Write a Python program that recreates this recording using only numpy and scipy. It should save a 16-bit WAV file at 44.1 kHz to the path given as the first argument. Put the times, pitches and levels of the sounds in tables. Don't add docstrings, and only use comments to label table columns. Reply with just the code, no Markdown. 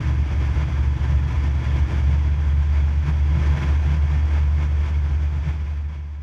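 import sys
import numpy as np
from scipy import signal
from scipy.fft import rfft, irfft
from scipy.io import wavfile
from scipy.ndimage import uniform_filter1d

SR = 44100
rng = np.random.default_rng(int(sys.argv[2]) if len(sys.argv) > 2 else 0)


def transcribe(u):
    v = np.clip(np.atleast_2d(u).T, -1, 1)
    q = np.round(v * 32767).astype(np.int16)
    wavfile.write(sys.argv[1], SR, q)


N = 274690
TIME = np.arange(N) / SR
FREQS = np.maximum(np.arange(N // 2 + 1) * SR / N, 1e-3)

# time in seconds, level in dB.
AIRFLOW_CURVE = [(0, -43), (1.9, -42), (2.55, -43.5), (3.6, -41.5), (4.7, -43.5), (5.35, -44.5),
                 (5.72, -46.5), (5.87, -52), (6.23, -55)]
# peak in seconds, length at half strength in seconds, rise of the rush in dB,
# rise of the cabin boom in dB.
GUST_EVENTS = [(0.05, 0.17, 6, 8), (0.32, 0.086, 3.5, 2.5), (0.46, 0.094, 5.5, 4), (0.601, 0.083, 6.5, 8),
               (0.7, 0.044, 4, 8), (0.819, 0.11, 3, 3), (1.03, 0.051, 4, 2.5), (1.12, 0.12, 3.5, 7),
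               (1.33, .08, 4, 4.5), (1.45, 0.1, 3, 0), (1.56, 0.041, 2, 7.5), (1.66, 0.13, 4, 5),
               (1.778, 0.084, 5.5, 7), (1.96, 0.11, 6, 7), (2.13, .1, 4, 12), (2.47, 0.11, 2.5, 5.5),
               (2.8, .14, 3, 4), (3.089, 0.056, 6.5, 12), (3.39, 0.11, 2.5, 16.5), (3.47, 0.07, 3, 0.5),
               (3.62, .16, 6.5, 10.5), (3.73, 0.09, 3.5, 2.5), (3.86, .07, 4, 5.5), (3.94, 0.068, 4.5, 12),
               (4.15, 0.084, 4, 11), (4.37, .1, 5, 2.5), (4.629, 0.065, 4.5, 1.5), (4.86, .12, 4.5, 5),
               (5.1, 0.049, 1, 10.5), (5.5, 0.084, 5.5, 11), (5.95, 0.076, 3.5, 5)]
# frequency in Hz, relative level in dB.
RUSH_COLOUR = [(20, -3.5), (40, 6.5), (100, 7), (250, 1.5), (390, 1), (700, -1.5), (920, 0), (1200, -3),
               (1750, -3), (2400, -5.5), (2750, -10), (3450, -12.5), (3900, -24), (6000, -65)]
# frequency in Hz, relative level in dB.
HISS_COLOUR = [(2500, -42.5), (3400, -2.5), (3900, 1), (4400, -1), (5500, 2), (6300, -0.5), (7000, -4.5),
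               (8000, -11), (9500, -15.5), (11000, -17.5), (12600, -21), (13500, -19.5), (15000, -28)]
# centre in Hz, width in Hz, peak or null in dB.
CANOPY_RESONANCES = [(534, 19, -2.5), (632, 20, 3), (753, 7.4, 6), (778, 24, -6), (882, 89, 2),
                     (1005, 30, 6.5), (1045, 19, 5.5), (1063, 24, -4), (1608, 73, 3), (1788, 50, 5.5),
                     (1880, 110, -3.5), (2193, 120, 5), (2460, 83, 2.5), (3320, 130, 5.5), (4670, 210, 6.5),
                     (5950, 220, 3)]
# centre in Hz, width in Hz, relative level in dB.
CABIN_AIR_MODES = [(140.5, 21, 1), (157.8, 20, -7.5), (191, 30, -19.5), (217.4, 38, -22), (262, 25, -21),
                   (300, 36, -19.5), (339.2, 27, -20.5)]
# centre in Hz, width in Hz, relative level in dB.
FUSELAGE_MODES = [(66.4, 19, 3), (69, 28, -7.5), (83.5, 18, 0.5)]
# time in seconds, turns per minute.
PROP_SPEED = [(0, 1461), (0.35, 1412), (0.8, 1429), (1.7, 1431), (2.3, 1454), (3.2, 1466), (4.2, 1478),
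              (5.2, 1477), (6.23, 1475)]
# multiple of the propeller turn, relative level in dB; 3 is the blade rate.
PROP_PARTIALS = [(1, -33.5), (2, -33), (3, 0.5), (6, -21), (9, -33)]
# multiple of the four-stroke cycle of two crank turns, relative level in dB
ENGINE_PARTIALS = [(2, -5), (3, -5.5), (4, 1), (5, -9), (8, -23.5), (11, -22.5)]
# time in seconds, blade tone in dB, exhaust in dB.
DRONE_CURVE = [(0, -26, -25), (0.15, -21, -28), (1.9, -19, -28), (2.6, -18, -35.5), (4.6, -18.5, -37),
               (5.3, -21, -37.5), (6.23, -30, -52.5)]
# centre in seconds, depth in dB.
DRONE_DIPS = [(0.28, 8), (0.67, 6), (0.97, 9), (1.31, 5.5), (1.63, 15), (1.75, 3), (1.9, 13), (3.06, 7),
              (3.58, 6.5), (5.43, 6)]

GUST_BUILD, DIP_BUILD = 0.63, 0.44
DIP_S = 0.05
RUSH_DB, HISS_DB, BOOM_DB, BODY_DB, DEEP_DB = 2, -15.5, 6, -4.5, 11
HISS_FOLLOW, BODY_FOLLOW = 0.92, 1.05
DEEP_FOLLOW = 0.4
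EDDY_HZ = 22
RUSH_EDDY_DB, HISS_EDDY_DB, BOOM_EDDY_DB = 0.84, 0.9, 1.1
BOOM_BELOW_HZ = 175
SHAKE_DEEP_DB, SHAKE_BODY_DB = -5.5, -17
BLADE_TRIM_DB, EXHAUST_TRIM_DB = -0.5, -2.2
GEAR = 2.43
TOP_HZ = 14800


def undb(db):
    return 10 ** (np.asarray(db) / 20)


def controls(table):
    seconds, *columns = np.transpose(table)
    return [np.interp(TIME, seconds, column) for column in columns]


def noise(gain):
    shaped = irfft(rfft(rng.standard_normal(N)) * gain, N)
    return shaped / np.std(shaped)


def wander(rate_hz):
    return noise(1 / (1 + (FREQS / rate_hz) ** 2))


def swell(peak_s, length_s, build):
    side_s = length_s * np.where(TIME < peak_s, build, 1 - build)
    return 0.5 ** (((TIME - peak_s) / side_s) ** 2)


def colour(points):
    hz, db = np.transpose(points)
    broad_db = np.interp(np.log(FREQS), np.log(hz), db)
    ripple_db = sum(peak_db / (1 + (2 * (FREQS - centre_hz) / width_hz) ** 2)
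                    for centre_hz, width_hz, peak_db in CANOPY_RESONANCES)
    return undb(broad_db + ripple_db)


def resonate(modes):
    power = sum(undb(db) ** 2 / (1 + (2 * (FREQS - hz) / width_hz) ** 2) ** 2
                for hz, width_hz, db in modes)
    return noise(np.sqrt(power))


def gusts():
    rush_db = boom_db = 0
    for peak_s, length_s, rush_rise_db, boom_rise_db in GUST_EVENTS:
        shape = swell(peak_s, length_s, GUST_BUILD)
        rush_db = rush_db + rush_rise_db * shape
        boom_db = boom_db + boom_rise_db * shape
    return rush_db, boom_db


def slipstream(flow_db, gust_db, eddies):
    rush_db = flow_db + gust_db + RUSH_EDDY_DB * eddies + RUSH_DB
    hiss_db = flow_db + HISS_FOLLOW * gust_db + HISS_EDDY_DB * eddies + HISS_DB
    rush = noise(colour(RUSH_COLOUR)) * undb(rush_db)
    hiss = noise(colour(HISS_COLOUR)) * undb(hiss_db)
    return rush + hiss


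def boom(flow_db, gust_db, buffet_db, exhaust_db, eddies):
    low_modes = [mode for mode in CABIN_AIR_MODES if mode[0] < BOOM_BELOW_HZ]
    high_modes = [mode for mode in CABIN_AIR_MODES if mode[0] >= BOOM_BELOW_HZ]
    low = resonate(low_modes) * undb(flow_db + buffet_db + BOOM_DB)
    air_drive = undb(flow_db + BODY_FOLLOW * gust_db + BODY_DB)
    exhaust_drive = undb(exhaust_db + SHAKE_BODY_DB)
    high = resonate(high_modes) * np.hypot(air_drive, exhaust_drive)
    return (low + high) * undb(BOOM_EDDY_DB * eddies)


def rumble(flow_db, buffet_db, exhaust_db, dip_db):
    lazy_db = uniform_filter1d(buffet_db, size=SR // 4)
    air_drive = undb(flow_db + DEEP_FOLLOW * lazy_db + DEEP_DB)
    exhaust_drive = undb(exhaust_db + SHAKE_DEEP_DB)
    ringing = resonate(FUSELAGE_MODES) * np.hypot(air_drive, exhaust_drive)
    return ringing * undb(-dip_db / 2)


def dips():
    return sum(depth_db * swell(centre_s, DIP_S, DIP_BUILD) for centre_s, depth_db in DRONE_DIPS)


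def partials(turn_hz, orders, flutter, flutter_hz):
    angle = 2 * np.pi * np.cumsum(turn_hz) / SR
    total = 0
    for order, db in orders:
        phase = order * angle + rng.uniform(0, 2 * np.pi)
        in_step = (1 + flutter * wander(flutter_hz)) * np.sin(phase)
        quarter_turn = flutter * wander(flutter_hz) * np.cos(phase)
        total = total + undb(db) * (in_step + quarter_turn)
    return np.sqrt(2) * total


def powerplant(blade_db, exhaust_db, dip_db):
    prop_hz = controls(PROP_SPEED)[0] / 60
    cycle_hz = prop_hz * GEAR / 2
    blades = partials(prop_hz, PROP_PARTIALS, flutter=0.07, flutter_hz=12)
    exhaust = partials(cycle_hz, ENGINE_PARTIALS, flutter=0.23, flutter_hz=8.4)
    return blades * undb(blade_db - dip_db + BLADE_TRIM_DB) + exhaust * undb(exhaust_db + EXHAUST_TRIM_DB)


def scene():
    flow_db = controls(AIRFLOW_CURVE)[0]
    blade_db, exhaust_db = controls(DRONE_CURVE)
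    gust_db, buffet_db = gusts()
    eddies = wander(EDDY_HZ)
    dip_db = dips()
    air = slipstream(flow_db, gust_db, eddies)
    cabin = boom(flow_db, gust_db, buffet_db, exhaust_db, eddies)
    fuselage = rumble(flow_db, buffet_db, exhaust_db, dip_db)
    drone = powerplant(blade_db, exhaust_db, dip_db)
    return (air + cabin + fuselage + drone)[None]


def record(dry):
    faded_in = dry * np.sin(np.pi / 2 * np.minimum(TIME / 0.008, 1)) ** 2
    low_cut = signal.butter(4, 19, "highpass", fs=SR, output="sos")
    top_cut = signal.ellip(8, 0.2, 70, TOP_HZ, fs=SR, output="sos")
    return signal.sosfilt(top_cut, signal.sosfilt(low_cut, faded_in))


dry = scene()
out = record(dry)
transcribe(out)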